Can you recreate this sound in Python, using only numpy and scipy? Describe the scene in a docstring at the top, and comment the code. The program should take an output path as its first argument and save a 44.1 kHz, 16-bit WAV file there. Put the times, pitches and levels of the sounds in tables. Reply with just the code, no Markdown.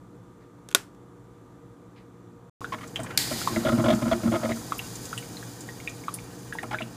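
"""A humming kitchen, with a drip coffee maker heard close up and a little microphone hiss. Its rocker switch
snaps on; then, after a brief gap of silence, the scene changes to the brew under way. Shaped noise makes the
hiss of water flashing to steam in the heater, trains of tiny clicks ring the riser tube and plastic housing as
slugs of water gurgle and boom, and swelling sines plip as drops fall into the glass carafe."""
import sys
import numpy as np
from scipy import signal
from scipy.fft import rfft, irfft
from scipy.io import wavfile

SR = 44100
rng = np.random.default_rng(int(sys.argv[2]) if len(sys.argv) > 2 else 0)


def store_pcm(level_fs):
    """Save levels as 16-bit WAV."""
    pcm = np.round(np.clip(level_fs, -1, 1) * 32767).astype(np.int16)
    wavfile.write(sys.argv[1], SR, np.atleast_2d(pcm).T)


N = 306936
TIME = np.arange(N) / SR
FLASH_S = 3.1748   # water hits the dry heater


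def from_db(db):
    """Decibels to gain."""
    return 10 ** (np.asarray(db) / 20)


def rms_one(x):
    """Scale to unit power."""
    return x / np.sqrt(np.mean(x ** 2) + 1e-20)


def add(out, s, sound):
    """Mix a short sound in at a time in seconds."""
    i = int(round(s * SR))
    out[i:i + len(sound)] += sound[:N - i]


def drift(per_s):
    """Smooth chance with spread 1, led by so many random points per second."""
    knots = rng.standard_normal(4096)
    return rms_one(np.interp(TIME * per_s, np.arange(len(knots)), knots))


def colour(x, points):
    """Shape a steady sound to a spectrum, falling 24 dB per octave beyond its end points; rms 1."""
    hz, db = np.transpose(points)
    f = np.maximum(np.fft.rfftfreq(N, 1 / SR), 1)
    octaves_outside = np.maximum(np.log2(hz[0] / f), 0) + np.maximum(np.log2(f / hz[-1]), 0)
    gain = from_db(np.interp(np.log(f), np.log(hz), db) - 24 * octaves_outside)
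    return rms_one(irfft(rfft(x) * gain, N))


def resonate(x, peaks):
    """Parallel resonances of (Hz, width in Hz, dB), signs alternating."""
    out = np.zeros(len(x))
    for k, (hz, width, db) in enumerate(peaks):
        r = np.exp(-np.pi * width / SR)
        poles = [1, -2 * r * np.cos(2 * np.pi * hz / SR), r * r]
        gain = (-1) ** k * from_db(db) * (1 - r * r) / 2
        out += gain * signal.lfilter([1, 0, -1], poles, x + 1e-18)
    return out


def grains(per_s, spread_db, size=N):
    """Random tiny clicks of uneven size; rms 1."""
    sizes = from_db(spread_db * np.minimum(rng.exponential(1, size), 4)) * rng.choice([-1, 1], size)
    return rms_one(sizes * (rng.random(size) < per_s / SR))


def swell(s, length, rise, fall):
    """A gain that rises from s, holds for a length and dies away, all in seconds."""
    t = np.maximum(TIME - s, 0)
    return (1 - np.exp(-t / rise)) * np.exp(-np.clip((t - length) / fall, 0, 50))


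def dying(clicks, t60):
    """Envelope of a diffuse sound that every click refreshes."""
    return np.sqrt(signal.lfilter([1], [1, -from_db(-120 / (t60 * SR))], clicks ** 2 + 1e-20))


def plop(hz, cycles, glide):
    """A bubble swells to height 1 over a few cycles and dies away, rising a little in pitch."""
    t = TIME[:SR // 5]
    age = t * hz / max(cycles, .5)
    pitch_rise = 1 + glide * (np.minimum(age, 4) - 1)
    return age ** 2 * np.exp(2 * (1 - age)) * np.sin(2 * np.pi * hz * t * pitch_rise)


def flurry(shape, body, per_s):
    """Small collapses under an envelope ring a body, which gives back the envelope's energy."""
    collapses = grains(per_s, spread_db=0.5, size=len(shape)) * shape
    return rms_one(resonate(collapses, body)) * np.sqrt(np.mean(shape ** 2))


# The gap of silence where the scene changes, in a single row: start in seconds, end in seconds.
GAP = (2.497, 2.607)


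def brew_time(share):
    """The moment at a share 0-1 of the brew."""
    return GAP[1] + share * (TIME[-1] - GAP[1])


# Quiet kitchen around the machine. Each row: frequency in Hz, relative level in dB per Hz.
ROOM_COLOUR = [(15, -59), (25, -35), (50, -9.5), (90, -17), (109, -2.5), (129, -1.5), (145, -15), (169, -6),
               (252, -11), (288, -6.5), (439, -15), (473, -9), (562, -20.5), (1210, -22), (2400, -38.5),
               (3120, -72.5), (5280, -120)]
# The microphone's own hiss. Each row: frequency in Hz, relative level in dB per Hz.
MIC_HISS = [(1410, -33.5), (2400, -3.5), (3570, -3.5), (3830, -4), (5320, -8.5), (5980, -4), (7560, -5),
            (15500, -15.5)]


def room_floor(room_db=-51, hiss_db=-72):
    """Steady noise shaped as room rumble, plus the thin hiss of the microphone."""
    room = from_db(room_db) * colour(rng.standard_normal(N), ROOM_COLOUR)
    return room + from_db(hiss_db) * colour(rng.standard_normal(N), MIC_HISS)


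# Appliance hum before the brew. Each row: frequency in Hz, rms level in dB.
HUM_IDLE = [(118.4, -60), (177.6, -59.5), (290.7, -60.5), (355.3, -65), (473.7, -60), (947.5, -72.5),
            (1184, -69), (1244, -71), (3494, -86), (7343, -86.5)]
# Appliance hum during the brew. Each row: frequency in Hz, rms level in dB before the brew's hum gain.
HUM_BREW = [(118.4, -52), (177.6, -55.5), (290.7, -57), (473.7, -57.5)]


def hum(lines, waver):
    """Motor and mains tones whose phase wavers slightly, by a spread in radians."""
    return sum(from_db(db) * np.sqrt(2) * np.sin(2 * np.pi * hz * TIME + waver * drift(7)) for hz, db in lines)


def kitchen(x, wet_db, t60_low=0.26, t60_high=0.22):
    """A short diffuse tail, the treble dying first."""
    t, noise = TIME[:SR // 2], rng.standard_normal(SR // 2)
    low = signal.sosfilt(signal.butter(2, 3000, fs=SR, output="sos"), noise)
    high = from_db(-8.5) * signal.sosfilt(signal.butter(2, 3000, "high", fs=SR, output="sos"), -noise)
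    tail = low * np.exp(-np.log(1000) * t / t60_low) + high * np.exp(-np.log(1000) * t / t60_high)
    tail *= (t > .003) * (1 + 13.0 * np.exp(-t / 0.0024))   # counter and wall answer first
    return x + from_db(wet_db) * signal.fftconvolve(x, tail / np.linalg.norm(tail))[:N]


# Rumble of hot water in the machine. Each row: frequency in Hz, relative level in dB per Hz.
SIMMER_COLOUR = [(15, -56), (25, -19), (86, -8), (119, -0.5), (216, -7.5), (283, -2.5), (386, -11),
                 (477, -10.5), (601, -16.5), (715, -11.5), (1460, -20.5), (1840, -19), (2020, -32),
                 (2360, -23.5), (2500, -25), (3250, -94), (5500, -120)]
# Air in the carafe, rung by the simmer and by the drops. Each row: frequency in Hz, width in Hz, level in dB.
CARAFE = [(1372, 22, -9), (1530, 14, 5), (1897, 25, -2), (2415, 30, -4), (2777, 25, -3), (3005, 22, -1)]
SIMMER_IDLE_DB, SIMMER_SURGE_DB = -47.5, -39   # swells just ahead of the flash and slowly settles
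SIMMER_LEAD_S, SIMMER_RISE_S, SIMMER_HOLD_S, SIMMER_FALL_S = 0.25, 0.14, 0.82, 1.06


def simmer(rumble_db=-2.0, bubbles_db=-17):
    """Low lumpy rumble of hot water, with small bubbles ringing in the carafe."""
    lumps = from_db(rumble_db + 0.69 * drift(25))
    rumble = lumps * colour(grains(3000, spread_db=2.5), SIMMER_COLOUR)
    bubbles = from_db(bubbles_db) * rms_one(resonate(grains(120, spread_db=1.5), CARAFE))
    surge = swell(FLASH_S - SIMMER_LEAD_S, SIMMER_HOLD_S, SIMMER_RISE_S, SIMMER_FALL_S)
    return (from_db(SIMMER_IDLE_DB) + from_db(SIMMER_SURGE_DB) * surge) * (rumble + bubbles)


# Finger sliding on the panel. Each row: start in seconds, level in dB, length in seconds.
RUBS = [(0.404, -68.5, 0.036), (1.334, -76, .05), (1.958, -58.5, 0.031)]


def finger():
    """Skin drags faintly over plastic, as short swells of shaped noise."""
    rub = colour(rng.standard_normal(N), [(1500, 0), (1900, 6.0), (3000, -4), (4800, -6), (5600, -18)])
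    return rub * sum(from_db(db) * swell(s, length, rise=.002, fall=0.025) for s, db, length in RUBS)


# The rocker creaks, snaps over and is let go. Each row: start in seconds, relative level in dB.
SWITCH = [(0.6879, -25.5), (0.706, -36.5), (0.7135, -29), (0.726, -34.5), (0.748, 5.5), (0.948, -48)]
# Every contact bounces twice. Each row: delay in seconds, level in dB.
BOUNCES = [(0, -1), (0.0009, -10), (0.0023, -9.5)]
# Crack of the contacts. Each row: frequency in Hz, relative level in dB per Hz.
SWITCH_COLOUR = [(200, -21.5), (350, -7), (600, -20), (1400, 2.5), (2300, -8), (3600, 2), (5000, -10.5),
                 (6500, -3.5), (9000, -7), (13000, -13.5), (15000, -22.5)]
# Front panel behind the switch. Each row: frequency in Hz, level in dB, 60 dB decay in seconds.
PANEL = [(395, -27.5, 0.095), (1111, -27, 0.03), (1471, -12.5, 0.039), (2180, -22.5, .015),
         (3830, -22.5, .006), (6270, -18, .01), (8850, -24, .01)]
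# The kitchen's answer to the switch. Each row: frequency in Hz, relative level in dB per Hz.
SWITCH_TAIL = [(250, -5), (400, 0), (650, -5), (1400, 1.5), (2500, -5.5), (5000, -7.5), (8500, -8.5),
               (14000, -18.5)]


def switch(crack_db=-8, panel_db=-5, early_db=-23, late_db=-37, low_cut_hz=260):
    """Rocker contacts give a short crack, the ring of the plastic panel, then counter and walls answer."""
    clicks, t = np.zeros(N), TIME[:SR // 5]
    for s, db in SWITCH:
        for delay, bounce_db in BOUNCES:
            add(clicks, s + delay, from_db([db + bounce_db]))
    crack = dying(clicks, t60=0.012) * colour(rng.standard_normal(N), SWITCH_COLOUR)
    ring = sum(from_db(db) * np.sin(2 * np.pi * hz * t) * np.exp(-np.log(1000) * t / t60)
               for hz, db, t60 in PANEL)
    panel = signal.fftconvolve(clicks, ring)[:N]
    tail_level = from_db(early_db) * dying(clicks, t60=0.034) + from_db(late_db) * dying(clicks, t60=0.22)
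    tail = tail_level * colour(rng.standard_normal(N), SWITCH_TAIL)
    snap = from_db(crack_db) * crack + from_db(panel_db) * panel + tail
    # a small part radiates no bass
    return signal.sosfilt(signal.butter(2, low_cut_hz, "high", fs=SR, output="sos"), snap)


# Crack and jet of the flash in the heater. Each row: frequency in Hz, relative level in dB per Hz.
FLASH_COLOUR = [(530, -19), (900, -15), (1120, -37), (1320, -20), (1690, -12.5), (1950, -7.5), (2630, -15),
                (4820, -2.5), (5700, -13), (6730, -7.5), (11800, -15), (13600, -13.5), (15500, -20)]
# Slots of the lid that the jet whistles through. Each row: frequency in Hz, width in Hz, level in dB.
SLOTS = [(3760, 94, -18), (4150, 100, 16), (4500, 70, -10), (4670, 52, 16), (4600, 35, -6), (4810, 59, 15)]
# Long sizzle of the steam. Each row: frequency in Hz, relative level in dB per Hz.
STEAM_COLOUR = [(940, -45), (1600, -16), (1850, -5.5), (2030, -7), (3140, -14), (3980, -2.5), (4340, -10),
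                (4910, -4), (5500, -7.5), (6980, 4), (7530, -1.5), (10200, -2.5), (11200, -8), (14200, -6),
                (15500, -10.5)]
# Vent resonances. Each row: frequency in Hz, width in Hz, level in dB.
STEAM_PEAKS = [(3250, 460, 13), (3820, 21, 18), (4270, 31, -4), (4806, 580, 20), (6310, 290, 19.5),
               (7740, 58, -16), (9400, 660, -1)]
STEAM_IDLE_DB, STEAM_SURGE_DB = -55, -48   # steam leaks all along and surges with the flash
STEAM_RISE_S, STEAM_HOLD_S, STEAM_FALL_S = 0.066, 1.79, 0.78


def steam(crack_db=-14, sputter_db=-29, jet_db=-36, slots_db=-5, vent_db=-4):
    """A sharp crack, a sputter and a dying jet as water flashes to steam, and a long fine sizzle at the vent."""
    burst = swell(FLASH_S, 0.0031, rise=0.00017, fall=0.0014)
    crack = from_db(crack_db) * burst * colour(rng.standard_normal(N), FLASH_COLOUR)
    flow = from_db(sputter_db) * swell(FLASH_S, 0.017, rise=0.0017, fall=0.039)
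    flow = flow + from_db(jet_db) * swell(FLASH_S, 0.25, rise=0.012, fall=0.21)
    flow = flow * from_db(0.6 * drift(45))   # the jet sputters
    coarse = grains(7600, spread_db=1.5)
    whistle = from_db(slots_db) * rms_one(resonate(coarse, SLOTS))
    jet = flow * rms_one(colour(coarse, FLASH_COLOUR) + whistle)
    sizzle = colour(grains(16000, spread_db=4.0), STEAM_COLOUR)
    vent = from_db(vent_db) * rms_one(resonate(rng.standard_normal(N), STEAM_PEAKS))
    escape = from_db(STEAM_IDLE_DB)
    escape = escape + from_db(STEAM_SURGE_DB) * swell(FLASH_S, STEAM_HOLD_S, STEAM_RISE_S, STEAM_FALL_S)
    return crack + jet + from_db(.5 * drift(30)) * escape * rms_one(sizzle + vent)


# The loudest spits on hot metal. Each row: start in seconds, relative level in dB, pitch in Hz.
SPITS = [(2.8756, -36.5, 7400), (2.958, -33, 6730), (3.0016, -36.5, 8400), (3.0345, -30.5, 8500),
         (3.9494, -29.5, 7200), (4.7825, -28.5, 12000), (4.9557, -28.5, 6800), (5.055, -28.5, 6950),
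         (5.179, -28, 8600), (5.608, -30.5, 7640), (5.894, -33, 7000), (6.141, -21, 10100),
         (6.535, -38.5, 10100), (6.6288, -37.5, 9300)]
FAINT_SPIT_DB, FAINT_SPIT_HZ = -43, (7000, 10200)   # the others come at random


def spits(width_hz=1500, decay_s=0.011, spit_db=-7.5, hiss_share=0.087, count=9):
    """Droplets fizz away on hot metal in short bright bursts of resonant noise."""
    out, t = np.zeros(N), TIME[:SR // 10]
    faint = [(brew_time(when), FAINT_SPIT_DB, np.interp(pitch, [0, 1], FAINT_SPIT_HZ))
             for when, pitch in rng.random((count, 2))]
    noises = rng.standard_normal((len(SPITS) + count, len(t)))
    for (s, db, hz), noise in zip(list(SPITS) + faint, noises):
        fizz = rms_one(resonate(noise, [(hz, width_hz, 0)]) + hiss_share * np.diff(noise, prepend=0))
        add(out, s - .001, from_db(db + spit_db) * fizz * np.exp(-t / decay_s))
    return out


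def drop_cycles(hz):
    """Cycles to full swing: small high bubbles take more of them."""
    return 0.87 + 0.00068 * hz


def droplets(count=22, level_db=-53, spread_db=8):
    """Faint small bubbles burst at random between the big drops."""
    out = np.zeros(N)
    for when, pitch, size in rng.random((count, 3)):
        hz = 1200 * 2.8 ** pitch
        add(out, brew_time(when), from_db(level_db + spread_db * size) * plop(hz, drop_cycles(hz), glide=0.015))
    return out


# Drops falling into the carafe. Each row: start in seconds, level of the bubble in dB, pitch in Hz.
DROPS = [(2.615, -29.5, 1093), (2.644, -22.5, 1422), (2.959, -20, 3110), (3.045, -34, 1020),
         (3.415, -27.5, 1361), (3.474, -13, 1050), (3.561, -22, 2040), (4.519, -25.5, 2000),
         (4.721, -16, 1184), (4.792, -23, 2740), (5.129, -23.5, 1357), (5.177, -25.5, 2960),
         (5.227, -36.5, 2280), (5.369, -32.5, 4100), (5.427, -36, 1620), (5.688, -32.5, 1880),
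         (5.801, -35.5, 2140), (5.875, -21, 2413), (6.038, -39.5, 2210), (6.082, -19, 1165),
         (6.187, -33.5, 2320), (6.525, -24.5, 1638), (6.552, -30.5, 890), (6.586, -23.5, 1840),
         (6.745, -19, 1550), (6.786, -26, 2283), (6.82, -27.5, 2740)]


def drops(tick_db=-8, tick_db_per_octave=7.0, echo_s=0.0054, echo_db=-8, ring_db=-15, ring_s=0.016,
          near_pitch_db=-3, near_pitch_ratio=0.98, near_pitch_width_hz=600):
    """Each drop splashes and traps a ringing bubble; high ones tick more. The carafe echoes and rings on."""
    out, t = np.zeros(N), TIME[:SR // 5]
    ticks = rng.standard_normal((len(DROPS), len(t))) * np.exp(-t / 0.009)
    for (s, db, hz), tick in zip(DROPS, ticks):
        near_pitch = (near_pitch_ratio * hz, near_pitch_width_hz, near_pitch_db)
        splash = resonate(tick, [(2130, 1100, -1), (3850, 500, 0), near_pitch])
        splash = splash * from_db(tick_db + tick_db_per_octave * np.log2(hz / 2000))
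        bubble = plop(hz, drop_cycles(hz), glide=0.007)
        ring = from_db(ring_db) * np.sin(2 * np.pi * hz * t) * np.exp(-t / ring_s)
        add(out, s, from_db(db) * (bubble + ring + splash))
    echo = np.interp(TIME - echo_s, TIME, out)
    return out + from_db(echo_db) * echo + resonate(out, CARAFE)


# Resonances of the housing, shared with the gurgle. Each row: frequency in Hz, width in Hz, level in dB.
HOUSING = [(55.6, 37, -23), (120.7, 26, -4.5), (196.6, 5.3, -4.5), (229, 7.4, 5), (341.6, 12.8, -3.5)]
# Resonances of the riser tube, shared with the gurgle. Each row: frequency in Hz, width in Hz, level in dB.
TUBE = [(625, 17.7, 3.5), (750, 420, -11.5), (1030, 157, -6.5), (1258, 22, -2.5), (1356, 74, -2.5),
        (1430, 190, -11.5)]
BURBLE_DB, BURBLE_PER_S = -41.5, 64
BURBLE_DELAY_S, BURBLE_HOLD_S = 0.39, 0.97   # counted from the flash


def burble(housing_db=-6.0):
    """While water surges up the tube, small bubbles keep tube and housing ringing."""
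    pops = grains(BURBLE_PER_S, spread_db=1.5)
    body = rms_one(resonate(pops, TUBE)) + from_db(housing_db) * rms_one(resonate(pops, HOUSING))
    surge = swell(FLASH_S + BURBLE_DELAY_S, BURBLE_HOLD_S, rise=0.045, fall=0.057)
    return from_db(BURBLE_DB) * surge * rms_one(body)


# Belches of water and steam, each a quick run of gulps. Each row: start in seconds, length in seconds,
# throat level in dB, boom level in dB, slug pitch in Hz.
BELCHES = [(2.722, 0.03, -33.5, -46.5, 347), (2.781, 0.011, -49, -54.5, 333),
           (2.807, 0.045, -45, -50.5, 223), (2.991, 0.02, -35.5, -33, 232),
           (3.062, 0.016, -46.5, -61.5, 225), (3.104, 0.02, -43, -55.5, 228), (3.312, 0.021, -35, -30, 344),
           (3.494, 0.07, -45, -32.5, 325), (3.562, 0.019, -29.5, -22, 211.6), (3.649, 0.053, -24, -25, 331),
           (3.718, 0.023, -30, -20.5, 236), (3.776, 0.039, -29.5, -21.5, 177),
           (3.839, 0.037, -25.5, -23, 230), (3.882, .036, -21, -22, 320), (3.921, 0.0274, -26, -21, 201),
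           (4.02, 0.017, -28, -22, 220.1), (4.057, 0.039, -34, -26.5, 229),
           (4.113, 0.02998, -24, -25.5, 327), (4.23, 0.062, -36, -23.5, 188),
           (4.317, 0.054, -27, -27.5, 334), (4.431, 0.035, -28, -28.5, 330.2), (4.49, 0.035, -31, -30, 344),
           (6.631, 0.013, -33.5, -39, 317), (6.71, .038, -32, -39.5, 345), (6.805, 0.015, -33.5, -35, 213)]
GULP_S, GULP_DUTY = .02, .7   # spacing of gulps and sounding share of it
GULP_JITTER_S, GULP_SCATTER_DB = .0008, 0.6
# a bubble fills the tube; with less water (boom) it is smaller and higher
BUBBLE_HZ, FULL_BORE_DB, BUBBLE_HZ_PER_DB = 614, -33.5, 33.5
THROAT_RISE_DB, BOOM_RISE_DB = 2.5, -2   # over a belch the throat grows and the boom shrinks
SPLASH_DB, SPLASH_FOLLOWS, DRY_SPRAY = -22, 0.5, 0.4   # spray grows more slowly than throat; dry belches spray more
SLUG_SAG, PITCH_SCATTER = .12, 0.031   # share by which the slug's pitch sinks; chance spread of pitch


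def gulps():
    """Split each belch into gulps: (s, boom dB, throat dB, splash dB, length s, slug Hz, bubble Hz)."""
    for start, length, throat_db, boom_db, slug_hz in BELCHES:
        count = max(1, round(length / GULP_S))
        bubble_hz = BUBBLE_HZ + BUBBLE_HZ_PER_DB * max(FULL_BORE_DB - boom_db, 0)
        luck = rng.standard_normal((16, 5))[:count]
        for k, (late, throat_luck, boom_luck, slug_luck, bubble_luck) in enumerate(luck):
            s = start + k * length / count + GULP_JITTER_S * late * (k > 0)
            progress = (k + .5) / count - .5
            throat = throat_db + THROAT_RISE_DB * progress + GULP_SCATTER_DB * throat_luck
            boom = boom_db + BOOM_RISE_DB * progress + GULP_SCATTER_DB * boom_luck
            splash = SPLASH_DB + SPLASH_FOLLOWS * throat + DRY_SPRAY * (throat - boom)
            slug = slug_hz * (1 - SLUG_SAG * progress + PITCH_SCATTER * slug_luck)
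            bubble = bubble_hz * (1 + PITCH_SCATTER * bubble_luck)
            yield s, boom, throat, splash, GULP_DUTY * length / count, slug, bubble


# Resonances of the spray head. Each row: frequency in Hz, width in Hz, level in dB.
SPRAY = [(1684, 180, 8.5), (2000, 300, 9), (2210, 240, 10.5), (2770, 100, -15), (2845, 78, 4),
         (3000, 1660, -2.5), (3900, 54, -3)]
# The nozzle squeals under the hardest gulps. Each row: frequency in Hz, width in Hz, level in dB.
NOZZLE = [(3380, 300, 0)]
NOZZLE_DB, NOZZLE_FOLLOWS = 11, 2.15   # its level, and the dB it gains per dB of throat


def gurgle(slug_db=-3.0, bubble_db=5.0, housing_db=0.0, tube_db=-1.5, spray_db=-3.5, bubble_width_hz=55):
    """Each gulp: a slug thuds, a big bubble plops, small collapses drive housing, tube, spray head and nozzle."""
    t, out = TIME[:SR // 5], np.zeros(N)
    for s, boom_db, throat_db, splash_db, length, slug_hz, bubble_hz in gulps():
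        shape = (1 - np.exp(-t / 0.00062)) * np.exp(-np.maximum(t - length, 0) / 0.0025)
        tube = TUBE + [(bubble_hz, bubble_width_hz, -3)]   # the trapped bubble adds a resonance of its own
        boom = from_db(slug_db) * plop(slug_hz, cycles=slug_hz * length * 1.17, glide=0.0064)
        boom = boom + from_db(housing_db) * flurry(shape, HOUSING, per_s=1100)
        throat = from_db(bubble_db) * plop(bubble_hz, cycles=bubble_hz * length * 0.41, glide=0.006)
        throat = throat + from_db(tube_db) * flurry(shape, tube, per_s=900)
        splash = from_db(spray_db) * flurry(shape, SPRAY, per_s=630)
        squeal = from_db(NOZZLE_DB + NOZZLE_FOLLOWS * throat_db) * flurry(shape, NOZZLE, per_s=920)
        add(out, s - .001, from_db(throat_db) * throat + from_db(splash_db) * splash + squeal)
        add(out, s + 0.00099, from_db(boom_db) * boom)   # water lands just after the steam breaks through
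    return out


def scene(brew_hum_db=1.5, brew_floor_db=5.0):
    """Switching on, then a brief gap of silence as the scene changes to the brew over a louder floor."""
    floor = room_floor()
    idle = switch() + finger() + hum(HUM_IDLE, waver=0.31)
    machine = gurgle() + burble() + drops() + droplets() + spits() + steam()
    brew = kitchen(machine, wet_db=-15.0) + simmer() + from_db(brew_hum_db) * hum(HUM_BREW, waver=0.76)
    before = (idle + floor) * (TIME < GAP[0])
    after = (brew + from_db(brew_floor_db) * floor) * (TIME > GAP[1])
    return (before + after)[None]


def record(dry, cutoff_hz=15300):
    """Full scale limits the peaks, then a steep low-pass cuts the top."""
    return signal.sosfilt(signal.ellip(10, .2, 80, cutoff_hz, fs=SR, output="sos"), np.clip(dry, -1, 1))


dry = scene()
out = record(dry)
store_pcm(out)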